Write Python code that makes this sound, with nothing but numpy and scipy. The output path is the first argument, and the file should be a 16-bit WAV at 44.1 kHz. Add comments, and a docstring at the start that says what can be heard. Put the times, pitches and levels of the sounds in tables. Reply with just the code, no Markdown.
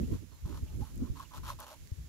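"""A knife scrapes the scales off a fish held over a plastic bowl outdoors: a few light strokes, then a run of firm ones.
Uneven clicks of the edge drive resonances of fish, blade and bowl: a hollow rasp, a thin steel ring and a fine crackle.
The blade catches now and then, a narrow ring at one pitch, and single scales snap off as short bursts of bright noise.
Close on the microphone, wind buffets its two ports: shaped noise for rumble and flutter, short low swings for thumps.
Behind lie a faint hiss of shaped noise and a far bird, whose chirps are wavering sines."""
import sys
import numpy as np
from scipy import signal
from scipy.fft import rfft, irfft
from scipy.io import wavfile
from scipy.ndimage import uniform_filter1d

SR = 44100
rng = np.random.default_rng(int(sys.argv[2]) if len(sys.argv) > 2 else 0)


def store_pcm(level_fs):
    """Save levels as 16-bit WAV."""
    pcm = np.round(np.clip(level_fs, -1, 1) * 32767).astype(np.int16)
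    wavfile.write(sys.argv[1], SR, np.atleast_2d(pcm).T)


N = 91904
TIME = np.arange(N) / SR
BIN_HZ = np.arange(N // 2 + 1) * SR / N
OPPOSITE = np.array([[1], [-1]])  # a part that enters left and right with opposite sign


def from_db(db):
    """Decibels to gain."""
    return 10 ** (np.asarray(db) / 20)


def rms_one(x):
    """Scale to unit power."""
    return x / np.sqrt(np.mean(x ** 2) + 1e-20)


def in_time(rows):
    """The level of a (time, level) curve at every sample."""
    s, level = np.transpose(rows)
    return np.interp(TIME, s, level)


def bump(s, width_s):
    """A smooth Gaussian swell around time s; width_s is its standard deviation."""
    return np.exp(-.5 * ((TIME - s) / width_s) ** 2)


def panned(x, pan_db):
    """Left louder than right by pan_db."""
    return x * from_db(np.array([[.5], [-.5]]) * pan_db)


def spread(x, pans):
    """Left against right by frequency."""
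    hz, pan_db = np.transpose(pans)
    return irfft(panned(rfft(x), np.interp(BIN_HZ, hz, pan_db)), N)


def coloured(x, spectrum):
    """Weight a signal by a spectrum drawn over log frequency; unit power."""
    hz, db = np.transpose(spectrum)
    log_bins = np.log(np.maximum(BIN_HZ, 1))
    gain = from_db(np.interp(log_bins, np.log(hz), db))
    return rms_one(irfft(rfft(x) * gain, N))


def drift(rate):
    """Random wander with spread 1, mostly slower than rate [Hz]."""
    return coloured(rng.standard_normal(N), [(rate / 2, 0), (rate, -3), (rate * 10, -60)])


def evened(x, seconds):
    """Hold the short-term power near one."""
    power = x ** 2
    for _ in range(2):
        power = uniform_filter1d(power, max(int(seconds * SR), 2))
    return x / np.sqrt(np.maximum(power, 0) + 1e-9)


def resonance(x, hz, width_hz):
    """Two-pole resonance with gain 1 on top."""
    r = np.exp(-np.pi * width_hz / SR)
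    feed = np.array([1, 0, -1]) * (1 - r * r) / 2
    back = [1, -2 * r * np.cos(2 * np.pi * hz / SR), r * r]
    return signal.lfilter(feed, back, x + 1e-18)


def wind():
    """Each port has its own eddies: a deep rumble, and a flutter above it in the harder gusts."""
    # rumble at the left and at the right port, before the trim: (time [s], level [dB])
    left_gusts = [(0.0, -38), (0.15, -28.5), (0.18, -53.5), (0.3, -82), (0.35, -49.5), (0.39, -52.5),
                  (0.46, -29), (0.49, -65), (0.54, -38.5), (0.67, -42), (0.77, -35.5), (0.86, -62),
                  (0.93, -41), (1.03, -29.5), (1.06, -68), (1.12, -27.5), (1.17, -79), (1.32, -61.5),
                  (1.38, -36.5), (1.6, -47.5), (1.7, -78), (1.82, -45), (1.95, -62), (1.98, -35),
                  (2.08, -49)]
    right_gusts = [(0.0, -38), (0.02, -26), (0.1, -42), (0.15, -34), (0.3, -48.5), (0.34, -42.5),
                   (0.39, -71), (0.45, -24), (0.47, -43.5), (0.53, -31.5), (0.58, -39.5), (0.69, -47),
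                   (0.76, -30), (0.9, -45), (1.04, -30), (1.07, -42), (1.16, -41.5), (1.32, -49.5),
                   (1.44, -40.5), (1.53, -41.5), (1.72, -58.5), (1.83, -43.5), (1.96, -76), (1.99, -36),
                   (2.08, -48.5)]
    # flutter before it is panned: (time [s], level [dB])
    flutter_level = [(0.0, -34.5), (0.035, -40), (0.07, -49), (0.125, -35.5), (0.155, -38), (0.19, -70),
                     (0.23, -47.5), (0.28, -74), (0.335, -59.5), (0.40, -84), (0.45, -60), (0.497, -45),
                     (0.61, -57.5), (0.625, -45), (0.68, -63.5), (0.81, -42.5), (0.865, -65.5),
                     (1.03, -39.5), (1.07, -50), (1.13, -52), (1.3, -70), (1.39, -55.5), (1.7, -69),
                     (2.08, -63.5)]
    # spectra of rumble and flutter: (frequency [Hz], relative density [dB per Hz])
    rumble_colour = [(15, -28), (30, -8.5), (48, -3.5), (68, 2), (110, -9), (160, -9.5), (230, -39),
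                     (500, -62)]
    flutter_colour = [(100, -57), (170, -5.5), (245, 2.5), (320, -3.5), (420, -10.5), (560, -22),
                      (800, -35.5), (1500, -53)]
    rumble_trim_db, rumble_top_hz, flutter_pan_db = -2.5, 197, -1.5
    steady_s = 0.022  # averaging time over which the power is held even

    rumble_db = rumble_trim_db + np.array([in_time(left_gusts), in_time(right_gusts)])
    rumble_noise = coloured(rng.standard_normal((2, N)), rumble_colour)
    rumble = from_db(rumble_db) * evened(rumble_noise, steady_s)
    lowpass = signal.butter(3, rumble_top_hz, fs=SR, output="sos")

    flutter_noise = coloured(rng.standard_normal((2, N)), flutter_colour)
    flutter = from_db(in_time(flutter_level)) * evened(flutter_noise, steady_s)
    return signal.sosfilt(lowpass, rumble) + panned(flutter, flutter_pan_db)


def hiss():
    """Faint outdoor noise, stronger on the right and most so below the top octave; its treble swells softly twice."""
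    # spectrum: (frequency [Hz], relative density [dB per Hz])
    hiss_colour = [(100, 3.5), (500, 6), (700, -0.5), (1050, -0.5), (1700, 2), (3000, 1), (5000, 0.5),
                   (7200, 4), (8500, -6), (11000, 1.5), (13500, -2.5), (15500, -4)]
    # level before the balance: (time [s], level [dB])
    hiss_level = [(0.14, -59.5), (0.26, -64.5), (0.6, -62), (2.08, -62.5)]
    # balance: (frequency [Hz], left minus right [dB])
    balance = [(6000, -7.5), (12000, -2)]
    # treble swells: (time [s], standard deviation [s], level [dB])
    shimmers = [(0.588, 0.037, -72), (0.832, 0.074, -67)]
    shimmer_hz, shimmer_width_hz = 11100, 640

    even = from_db(in_time(hiss_level)) * coloured(rng.standard_normal((2, N)), hiss_colour)
    treble = rms_one(resonance(rng.standard_normal((2, N)), shimmer_hz, shimmer_width_hz))
    swells = sum(from_db(db) * bump(s, width_s) for s, width_s, db in shimmers)
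    return spread(even, balance) + treble * swells


def thumps():
    """A hard eddy strikes the ports with a short low swing, not quite in step on the two sides."""
    # before the lowpass: (time [s], envelope peak [dB], frequency [Hz], left minus right [dB])
    eddies = [(0.005, -30.5, 159, -2.5), (0.030, -26, 241, -2), (0.117, -24.5, 83.4, -7),
              (0.493, -41, 322, 0), (0.626, -27, 69, -5), (0.798, -33, 73, -15), (0.818, -27, 80, -7.5),
              (1.018, -27, 251.5, -2.5), (1.099, -27.5, 63, -12), (1.917, -28, 82.5, 4)]
    rise_s, top_hz = 0.005, 630
    out = np.zeros((2, N))
    for s, db, hz, pan_db in eddies:
        age = np.maximum(TIME - s, 0)
        phase_lag = np.array([[0], [rng.uniform(1, 1.72)]])  # radians, left and right
        swing = np.sin(2 * np.pi * hz * age - phase_lag)
        envelope = age / rise_s * np.exp(1 - age / rise_s)
        out += panned(from_db(db) * swing * envelope, pan_db)
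    return signal.sosfilt(signal.butter(2, top_hz, fs=SR, output="sos"), out)


def bird():
    """Faint far chirps, sines that sag in pitch: one thin, the others roughened by a fast waver."""
    # (time [s], standard deviation [s], pitch [Hz], waver [share of pitch], level [dB])
    chirps = [(0.046, 0.012, 2855, 0.083, -62.5), (0.343, 0.025, 4205, 0.0134, -70.5),
              (0.685, 0.011, 2910, .1, -64.5), (1.256, 0.0053, 2750, .06, -60)]
    fall_hz, waver_hz = 50, 260  # fall per standard deviation of time; rate of the waver
    out = 0
    for s, width_s, hz, waver, db in chirps:
        sag = fall_hz * np.clip((TIME - s) / width_s, -2, 2)
        pitch = hz * (1 + waver * drift(waver_hz)) - sag
        out = out + from_db(db) * bump(s, width_s) * np.sin(2 * np.pi * np.cumsum(pitch) / SR)
    return out


def scale_clicks():
    """The edge flicks over scale after scale: dense uneven clicks over smooth friction."""
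    scales_per_s, spread_db = 1000, 2.6
    click_share = 0.7  # of the power; the rest is friction
    sizes = from_db(spread_db * np.minimum(rng.exponential(1, N), 4)) * rng.choice([-1, 1], N)
    clicks = rms_one(sizes * (rng.random(N) < scales_per_s / SR))
    friction = rng.standard_normal(N)
    return np.sqrt(click_share) * clicks + np.sqrt(1 - click_share) * friction


def ridges():
    """The edge drops off each row of scales with a jolt that fades until the next row; unit power."""
    rows_per_s, uneven_db, jolt_db = 95, 4, 8
    rows = np.cumsum(rows_per_s * from_db(uneven_db * drift(rows_per_s))) / SR
    return rms_one(from_db(-jolt_db * (rows % 1)))


def body(force, deep_db):
    """The hollow ring that the blade excites, its power held even; deep_db lifts the low resonances."""
    # resonances of fish, blade and bowl: (frequency [Hz], width [Hz], gain before the deep lift [dB])
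    hollows = [(590, 78, -10), (700, 52, -15), (846, 61, -7), (984.5, 117, 3.5), (1075, 118, 1),
               (1282, 148, 0.5), (1220, 600, -7.5)]
    deep_below_hz, low_hz, high_hz = 950, 440, 2500
    rings = 0
    for k, (hz, width_hz, db) in enumerate(hollows):
        gain = from_db(db + deep_db * (hz < deep_below_hz))
        rings = rings + (-1) ** k * gain * resonance(force, hz, width_hz)  # alternating sign
    band = signal.butter(2, [low_hz, high_hz], "band", fs=SR, output="sos")
    return evened(signal.sosfilt(band, rings), 0.023)


def from_bowl(ring):
    """The hollow ring comes from one side: it reaches the right port a little later."""
    pan_db, right_lag_s = -0.5, 0.00013
    left, right = panned(ring, pan_db)
    return np.array([left, np.interp(TIME - right_lag_s, TIME, right)])


def scraping():
    """Each stroke bites, swells or eases, and lets go; its clicks drive the hollow rasp, steel ring and crackle."""
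    # knife strokes: (start [s], length [s], rasp at the end of the stroke [dB],
    # crackle at the end [dB], swell over the stroke [dB], lift of the deep resonances [dB])
    strokes = [(0.108, 0.044, -57.5, -58.5, 10, -6), (0.313, 0.11, -76.5, -92, -8.5, 4.5),
               (0.451, 0.13, -56.5, -61, 4.5, 5.5), (0.656, 0.099, -67, -78, 2, 18),
               (0.805, 0.097, -66, -69.5, -6, 6), (0.996, 0.082, -60.5, -72.5, 9.5, -9),
               (1.152, 0.079, -52.5, -57.5, 3, -8), (1.307, 0.036, -56.5, -77, 2.5, 0),
               (1.333, 0.046, -53.5, -55.5, 4, 6.5), (1.428, 0.075, -44, -47.5, 11.5, -1),
               (1.506, 0.014, -53, -56, 0, 16), (1.586, 0.058, -50.5, -57.5, -0.5, 5),
               (1.662, 0.077, -55.5, -58.5, 0, 10.5)]
    # thin ring of the steel blade: (frequency [Hz], width [Hz], level relative to the rasp [dB])
    blade = [(3330, 380, -15.5), (4110, 200, -17), (5600, 120, -24)]
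    # crackle of the scales: (frequency [Hz], relative density [dB per Hz])
    crackle_colour = [(500, -64), (1500, 0.5), (2300, -2.5), (3400, -1), (4100, 1), (4700, -5),
                      (5600, -3.5), (7300, -4.5), (8600, -11), (10500, -4.5), (12200, -4.5), (15500, -14.5)]
    likeness = 0.25  # correlation of the crackle's drive between left and right
    side_db = -17  # opposite-signed part of the push
    attack_s, release_s = 0.006, 0.014

    force, aside, chatter = scale_clicks(), scale_clicks(), ridges()
    edge = np.sqrt(1 + likeness) * force + np.sqrt(1 - likeness) * aside * OPPOSITE
    grit = coloured(edge, crackle_colour)
    push = force + from_db(side_db) * aside * OPPOSITE
    steel = sum(from_db(db) * rms_one(resonance(push, hz, width_hz)) for hz, width_hz, db in blade)

    rasp, crackle = 0, 0
    for start, length, rasp_db, crackle_db, swell_db, deep_db in strokes:
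        age = TIME - start
        bite = np.clip(age / attack_s, 0, 1)
        let_go = np.exp(-np.maximum(age - length, 0) / release_s)
        swell = from_db(swell_db * (np.clip(age / length, 0, 1) - 1))
        pressure = bite * let_go * chatter * swell
        rasp = rasp + from_db(rasp_db) * pressure * (body(push, deep_db) + steel)
        crackle = crackle + from_db(crackle_db) * pressure * grit
    return from_bowl(rasp) + crackle


def catches():
    """The edge hooks under a row of scales and judders briefly at one pitch."""
    # before it is panned: (time [s], level [dB], frequency [Hz], standard deviation [s])
    hooks = [(0.458, -57.5, 1070, .004), (0.832, -50, 831, 0.0076), (1.204, -40.5, 1019, 0.0052),
             (1.344, -48, 1014, 0.0034), (1.381, -49, 1270, 0.0013), (1.488, -41, 1124, 0.0027),
             (1.504, -36.5, 1015, 0.0024), (1.72, -56.5, 597, 0.011)]
    ring_width_hz = 70
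    force, out = scale_clicks(), 0
    for s, db, hz, width_s in hooks:
        ring = resonance(resonance(force, hz, ring_width_hz), hz, ring_width_hz)
        out = out + from_db(db) * bump(s, width_s) * evened(ring, width_s)
    return from_bowl(out)


def snaps():
    """A scale tears loose with a tiny bright tick: a decaying noise burst through one broad resonance."""
    # (time [s], peak before it is panned [dB], frequency [Hz], width [Hz], left minus right [dB])
    torn_scales = [(0.9580, -46, 12000, 4500, -9), (0.9769, -42, 7700, 2480, -2),
                   (1.379, -41.5, 3520, 9100, 4), (1.6020, -34.5, 12300, 3000, 4),
                   (1.8730, -46.5, 2500, 7300, -9)]
    decay_s = 0.0013
    out = np.zeros((2, N))
    for s, db, hz, width_hz, pan_db in torn_scales:
        fade = (TIME >= s) * np.exp(-np.abs(TIME - s) / decay_s)
        tick = resonance(rng.standard_normal((2, N)) * fade, hz, width_hz)
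        tick = tick / np.abs(tick).max(axis=1, keepdims=True)
        out += panned(from_db(db) * tick, pan_db)
    return out


def scene():
    """Knife and fish close by, wind on the microphone, a bird far off."""
    outdoors = wind() + hiss() + thumps() + bird()
    knife = scraping() + catches() + snaps()
    return outdoors + knife


def record(dry):
    """A steep lowpass cuts the top off above 15.6 kHz."""
    return signal.sosfilt(signal.ellip(10, .1, 70, 15600, fs=SR, output="sos"), dry)


dry = scene()
out = record(dry)
store_pcm(out)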